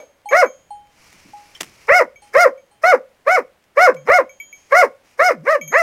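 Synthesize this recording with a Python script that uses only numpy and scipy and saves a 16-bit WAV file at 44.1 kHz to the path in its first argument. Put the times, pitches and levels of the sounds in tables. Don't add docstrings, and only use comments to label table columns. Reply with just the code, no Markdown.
import sys
import numpy as np
from scipy import signal
from scipy.fft import rfft, irfft, next_fast_len
from scipy.io import wavfile
from scipy.ndimage import uniform_filter1d, minimum_filter1d

SR = 44100
rng = np.random.default_rng(int(sys.argv[2]) if len(sys.argv) > 2 else 0)


def pcm_store(signal):
    levels = np.round(np.clip(np.atleast_2d(signal), -1, 1) * 32767)
    wavfile.write(sys.argv[1], SR, levels.astype(np.int16).T)


N = 256659
TIME = np.arange(N) / SR
CUTOFF_HZ = 15800

# onset [t/s], crest [t/s], crest pitch [f/Hz], level [dB], brightness of the open mouth [dB],
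# edge in the treble [dB], attack [t/s], puff of air on the microphone [dB]
BARK_EVENTS = [(.311, .394, 736.1, -8.5, -1.5, -0.5, .02, -36.5),
               (1.883, 1.969, 736.6, -9, 2, 0, .014, -29.5), (2.34, 2.421, 721.4, -7, -4, 2, .018, -30.5),
               (2.835, 2.895, 742, -7.5, -4, -6, .006, -48), (3.265, 3.338, 748, -11, -2, -4, 0.015, -61.5),
               (3.77, 3.841, 739.5, -6, -5.5, -3.5, .015, -37),
               (4.066, 4.155, 732.3, -7.5, -3, -4, .04, -26),
               (4.715, 4.795, 734.2, -7, -3, 0.5, .013, -32.5),
               (5.191, 5.267, 737.2, -10, -3.5, 0, 0.0096, -43),
               (5.45, 5.529, 651.6, -13.5, -2, 2.5, .042, -70),
               (5.715, 5.801, 685.7, -13, 3, 4.5, 0.045, -70)]
REST_HZ, FULL_HZ = 131.5, 758.6
RING_HZ, RING_WIDTH_HZ, RING_DB = 551.7, 66, 6.1


def hound(clear_db=-28, hoarse_db=-12, treble_db=-10, hiss_db=-31, grain_db=3.5, voice_db=-5.5,
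          slack_hiss_db=-11, flow_db=-33, sag_db=-1, closing_db=-6, dulling_db=3.04, uneven=0.23, wobble=0.045):
    # [f/Hz], gain [dB]
    throat = [(130, -20), (300, -6.5), (480, 4.5), (720, 1.5), (920, -1), (1150, 6.5), (1500, 0), (1750, 4),
              (2200, 3), (2480, -9.5), (3300, -33), (4300, -28), (5000, -67)]
    pitch, push, flow = larynx()
    onset, crest, top_hz, _, bright_db, edge_db = np.transpose(BARK_EVENTS)[:6]
    which = np.searchsorted((releases()[:-1] + onset[1:]) / 2, TIME)

    slack = np.clip((1 - pitch / top_hz[which]) / .38, 0, 1)
    taut = np.minimum(pitch / FULL_HZ, 1) ** 9
    closing = slack * (TIME > crest[which])
    jitter = (.002 + wobble * slack ** 1.2) * flutter(180)
    phase = 2 * np.pi * np.cumsum(pitch * (1 + jitter)) / SR

    on = push > 1e-4
    opening = (bright_db[which] + closing_db * closing)[on]
    low, high = np.zeros((2, N))
    for k in range(1, 25):
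        hz = k * pitch[on]
        partial = np.cos(k * phase[on])
        waver_depth_db = min(.8 * k, 3.5) + 2.5 * slack[on]
        waver_points = TIME[::400]
        waver = np.interp(TIME[on], waver_points, rng.standard_normal(len(waver_points))) * waver_depth_db
        opening_db = opening * np.interp(hz, [1500, 1850, 2400, 3200], [0, 1, 1, 0])
        low[on] += from_db(opening_db + waver - dulling_db * k * closing[on]) * partial
        high[on] += from_db(waver) * mouth(hz) * (hz < CUTOFF_HZ) * partial

    alternation = uneven * (slack - closing) * np.cos(phase / 2)
    beats = 1 + alternation + (0.0099 + .45 * slack) * flutter(160)
    body = causal(low * beats * from_db(sag_db * slack), throat)
    treble = high * beats * taut * from_db(treble_db + edge_db[which])
    voice = body + treble

    turbulence = rng.standard_normal(N) * (1 + 0.25 * np.cos(phase))
    highpass = signal.butter(3, 350, "high", fs=SR, output="sos")
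    rasp = rms_one(signal.sosfilt(highpass, causal(turbulence, throat)))
    hiss = rms_one(coloured(turbulence, lambda hz: mouth(hz) ** .7))
    hiss *= from_db(hiss_db + edge_db[which] / 2 + grain_db * flutter(120))

    hoarseness = rasp * from_db(clear_db + (hoarse_db - clear_db) * slack)
    sibilance = hiss * (.5 + .5 * taut) * from_db(slack_hiss_db * slack)
    bark = push * (from_db(voice_db) * voice + hoarseness + sibilance)
    bark += flow * (from_db(flow_db) * rasp + 0.37 * hiss)
    return bark + resonance(bark, RING_HZ, RING_WIDTH_HZ, RING_DB) + groan(phase)


def larynx(rise_shape=2.2, fall_shape=3.5, head_start=.16, snap=.3,
           release_s=0.01, lead_s=0.025, exhale_s=0.0082):
    rise_s, usual_attack_s, fall_s = .095, 0.022, .052
    catch_hz, catch_width_hz, catch = 505.8, 135, .8
    pitch = np.full(N, float(REST_HZ))
    push, flow = np.zeros((2, N))
    for (onset, crest, top_hz, db, _, _, attack, _), release in zip(BARK_EVENTS, releases()):
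        rise = rise_s * (usual_attack_s / attack) ** head_start
        distance = abs(TIME - crest)
        early = np.minimum(distance / rise, 2) ** rise_shape
        climb = np.exp(-early - snap * early ** 4)
        fall = 1 / (1 + (distance / fall_s) ** fall_shape)
        lift = (top_hz - REST_HZ) * np.where(TIME < crest, climb, fall)
        off = REST_HZ + lift - catch_hz
        pull = catch * off * np.exp(-(off / catch_width_hz) ** 2) * (TIME > crest)
        pitch += lift - pull
        voiced = gate(onset - lead_s, release - .004, lead_s / 2, release_s)
        push += from_db(db) * swell(onset, attack) * voiced
        flow += from_db(db) * gate(onset - lead_s, release, lead_s + attack, exhale_s)
    drive = np.minimum(pitch / 440, 1) ** 3.5
    return pitch, push * drive, flow


def releases(full_hold_s=0.061):
    crest, top_hz = np.transpose(BARK_EVENTS)[1:3]
    return crest + full_hold_s * (top_hz / FULL_HZ) ** 5.1


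def swell(onset, attack, steepness=5.0):
    return .5 + .5 * np.tanh(steepness / 2 * ((TIME - onset) / attack - .5))


def mouth(hz):
    # centre [f/Hz], width [f/Hz], level [dB]
    formants = [(5150, 350, -1), (5800, 500, -6), (6500, 400, -9), (7300, 500, -14), (8950, 600, -12),
                (11800, 1300, -19), (14500, 2500, -26)]
    power = 0
    for centre, width, db in formants:
        power = power + from_db(db) ** 2 / (1 + ((hz - centre) / width * 2) ** 2) ** 1.4
    return np.sqrt(power)


def groan(phase, trail_db=-19, trail_s=0.0099, octave_db=-17, link_s=.2, link_db=-47.5, link_db_per_s=129):
    onset, _, _, db = np.transpose(BARK_EVENTS)[:4]
    release = releases()
    level = np.zeros(N)
    for end, own_db in zip(release, db):
        level += from_db(own_db + trail_db) * gate(end - .012, end + 0.013, 0.01, trail_s)
    for end, start in zip(release, onset[1:]):
        gap = start - end
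        if gap < link_s:
            level += from_db(link_db + link_db_per_s * (link_s - gap)) * gate(end, start, 0.021, 0.019)
    return level * (np.cos(phase) + from_db(octave_db) * np.cos(2 * phase))


def yard(x, tail_db=-15, t60=0.28):
    # delay [t/s], level [dB]
    echoes = [(.0043, -19.5), (.0078, -28), (.0122, -11), (.0185, -27.5), (.031, -19)]
    # [f/Hz], level [dB]
    tail_colour = [(100, -14.5), (380, -9), (500, 6.5), (640, 0.5), (900, -5.5), (1200, -3.5), (2200, -6),
                   (4000, -4.5), (15000, -7)]
    t = TIME[:SR]
    decay = from_db(tail_db - 60 * t / t60)
    scatter = coloured(rng.standard_normal(SR), lambda hz: gain_at(tail_colour, hz))
    response = scatter * decay * np.clip(t / .012, 0, 1) / np.sqrt(0.06 * SR)
    for delay, db in echoes:
        response[round(delay * SR)] += from_db(db)
    return x + signal.fftconvolve(x, response)[:N]


def lingering(start_db=-36, decay_s=0.043):
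    ring = rms_one(resonance(rng.standard_normal(N), RING_HZ, 40, 0))
    return from_db(start_db) * ring * gate(0, 0, 0.0004, decay_s)


def bells():
    # [t/s], level [dB], hardness [dB], place on the rim [0-1]
    collar_strikes = [(.0014, -37, -3, 0), (0.2892, -22.5, -0.5, 0.43), (0.4608, -29, -3, 0.08),
                      (2.159, -35.5, -9.5, 0), (2.578, -44.5, -6.5, 0.2), (3.966, -34, -6, 0.5),
                      (4.294, -34, -2.5, 0.4), (4.401, -22, -2, .95), (4.528, -28.5, -3, .45),
                      (5.613, -20.5, -3, 0.57), (5.678, -32, 15, 0.68)]
    # [f/Hz], level [dB], t60 [t/s]
    collar_modes = [(2277, -2.5, 0.12), (2420, -20, 0.08), (3186, -27, 0.63), (6445, -9, 0.39),
                    (6760, -18.5, 1), (11770, -29.5, 0.17), (11800, -22, 0.17)]
    # [t/s], level of the lowest mode [dB], level of the others [dB]
    goat_strikes = [(.257, -29.5, -28), (0.706, -30.5, -28.5), (1.334, -35, -43.5), (2.221, -47.5, -30),
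                    (2.713, -57, -38)]
    # [f/Hz], level [dB], t60 [t/s]
    goat_modes = [(827, 4, 0.38), (3112, -30.5, 1.2), (4269, -27, 0.23), (6751, -37, .6), (8300, -23.5, .2),
                  (9500, -26.5, 0.32), (9000, -29, 0.23), (11100, -35, 0.11)]
    # [f/Hz], level [dB], t60 [t/s]
    clink_modes = [(3100, 2.5, 0.081), (3340, -2, 0.064), (5440, -2, 0.036)]
    clink_s, clink_db = 1.552, -37
    collar_touches = [(s, clapper(db, hard_db, place)) for s, db, hard_db, place in collar_strikes]
    goat_touches = [(s, [low] + [high] * (len(goat_modes) - 1)) for s, low, high in goat_strikes]
    collar = bell(collar_touches, collar_modes, swell_cycles=5.6)
    goat = bell(goat_touches, goat_modes)
    clink = bell([(clink_s, [clink_db] * len(clink_modes))], clink_modes)
    return collar + goat + clink


def clapper(db, hard_db, place):
    angle = np.pi / 2 * np.clip(place, .01, .99)
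    first_db, second_db = 20 * np.log10([np.cos(angle), np.sin(angle)])
    return db + np.array([0, 0, 0, hard_db + first_db, hard_db + second_db, hard_db, hard_db])


def bell(strikes, modes, swell_cycles=3.7):
    out, t = np.zeros(N + SR), TIME[:SR]
    for s, levels in strikes:
        at = max(round((s - .001) * SR), 0)
        for (hz, db, t60), strike_db in zip(modes, levels):
            build = np.sin(np.pi / 2 * np.minimum(t * hz / swell_cycles, 1)) ** 2
            decay = from_db(strike_db + db - 60 * t / t60)
            out[at:at + SR] += decay * np.sin(2 * np.pi * hz * t) * build
    return out[:N]


def ground(tick_db=-50, ticks_per_s=14, hardest_slide_s=0.021, slide_growth=0.29, thud_s=0.047, swell_share=0.28):
    # [t/s], level [dB]
    scuffs = [(1.124, -50.5), (1.547, -45.5), (1.602, -30), (3.637, -57.5), (3.942, -50), (5.037, -60),
              (5.108, -57.5)]
    # [f/Hz], level [dB]
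    scuff_colour = [(150, -15), (400, -2), (1000, -3), (2500, 0), (4200, -7), (6200, -4), (15500, -17)]
    # [t/s], level [dB]
    steps = [(1.123, -53.5), (1.248, -49.5), (1.604, -44.5), (1.686, -68)]
    # start [t/s], end [t/s], level [dB]
    rustles = [(0.81, 1.858, -52.5), (2.204, 2.297, -57.5), (4.532, 4.706, -59.5), (5.033, 5.142, -58.5)]
    # [f/Hz], level [dB]
    rustle_colour = [(100, -6), (400, -9), (1100, -5), (1600, -8), (2300, 0), (3600, -13), (5500, -6),
                     (8000, -15), (11000, -18), (15500, -27)]
    thud_colour = [(30, -23), (120, 4.0), (350, 5.5), (900, -100)]  # (Hz, dB)

    scuff, thud, brush = np.zeros((3, N))
    hardest_db = max(db for _, db in scuffs)
    for s, db in scuffs:
        slide_s = hardest_slide_s * from_db(slide_growth * (db - hardest_db))
        scuff += from_db(db) * gate(s - .002, s + 0.0011, 0.0074, slide_s)
    for s, db in steps:
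        thud += from_db(db) * gate(s, s + 0.013, 0.0046, thud_s)
    for start, end, db in rustles:
        brush += from_db(db) * gate(start, end, swell_share * (end - start), 0.03)

    ticks = (rng.random(N) < ticks_per_s / SR) * rng.standard_normal(N) * from_db(tick_db)
    burst = rng.standard_normal(200) * np.exp(-TIME[:200] / .0008)
    ticks = coloured(signal.fftconvolve(ticks, burst)[:N], lambda hz: gain_at(scuff_colour, hz))
    grit = scuff * noise(scuff_colour) * from_db(7.2 * flutter(140))
    grass = brush * noise(rustle_colour) * from_db(1.2 * flutter(40))
    return grit + ticks + thud * noise(thud_colour) + grass


def puffs(decay_s=0.0077, gusty_db=-1.5, delay_s=.022, calm_db=-82, gust_db=-65.5):
    bump_colour = [(25, -18), (120, 0.0), (250, -12.5), (600, -31.0)]  # (Hz, dB)
    breeze_colour = [(20, -10.5), (55, -4.5), (130, -8.0), (400, -21.0), (1000, -50.5)]  # (Hz, dB)
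    bump = np.zeros(N)
    for onset, *_, puff_db in BARK_EVENTS:
        start = onset + delay_s
        bump += from_db(puff_db) * gate(start, start + 0.014, 0.024, decay_s)
    breeze = from_db(calm_db) + from_db(gust_db) * gate(.52, 1.95, 0.21, 0.3)
    breeze = breeze * from_db(gusty_db * flutter(2.7))
    return bump * noise(bump_colour) + breeze * noise(breeze_colour)


def still_air(level_db=-60.5):
    # [f/Hz], level [dB]
    air_colour = [(25, -10), (70, -4), (200, -6), (600, -4), (1200, -10), (2200, -10), (4000, -19),
                  (9000, -24), (15500, -28)]
    return from_db(level_db) * noise(air_colour) * from_db(0.5 * flutter(3.1))


def from_db(db):
    return 10 ** (np.asarray(db) / 20)


def rms_one(x):
    return x / np.sqrt(np.mean(x ** 2) + 1e-20)


def gain_at(points, hz):
    at, db = np.transpose(points)
    return from_db(np.interp(np.log(np.maximum(hz, 1)), np.log(at), db))


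def coloured(x, gain):
    size = next_fast_len(len(x) + 4096)
    return irfft(rfft(x, size) * gain(np.fft.rfftfreq(size, 1 / SR)), size)[:len(x)]


def causal(x, points):
    size = 2 * next_fast_len(N // 2 + 4096)
    cepstrum = irfft(np.log(gain_at(points, np.fft.rfftfreq(size, 1 / SR))))
    cepstrum[1:size // 2] *= 2
    cepstrum[size // 2 + 1:] = 0
    return irfft(rfft(x, size) * np.exp(rfft(cepstrum)), size)[:N]


def resonance(x, hz, width_hz, db):
    r = np.exp(-np.pi * width_hz / SR)
    zeros = (1 - r * r) / 2 * np.array([1, 0, -1])
    poles = [1, -2 * r * np.cos(2 * np.pi * hz / SR), r * r]
    return from_db(db) * signal.lfilter(zeros, poles, x + 1e-18)


def noise(points):
    return rms_one(coloured(rng.standard_normal(N), lambda hz: gain_at(points, hz)))


def flutter(rate_hz):
    return rms_one(coloured(rng.standard_normal(N), lambda hz: 1 / (1 + (hz / rate_hz) ** 2)))


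def gate(start, end, attack, release):
    opening = np.sin(np.pi / 2 * np.clip((TIME - start) / attack, 0, 1)) ** 2
    return opening * np.exp(-np.clip((TIME - end) / release, 0, 40))


def scene():
    return (yard(hound()) + lingering() + bells() + ground() + puffs() + still_air())[None]


def record(dry):
    gain = 1 / np.maximum(1, abs(dry))
    gain = uniform_filter1d(minimum_filter1d(gain, size=300), size=300)
    lowpass = signal.ellip(10, .1, 90, CUTOFF_HZ, fs=SR, output="sos")
    return signal.sosfilt(lowpass, dry * gain)


dry = scene()
out = record(dry)
pcm_store(out)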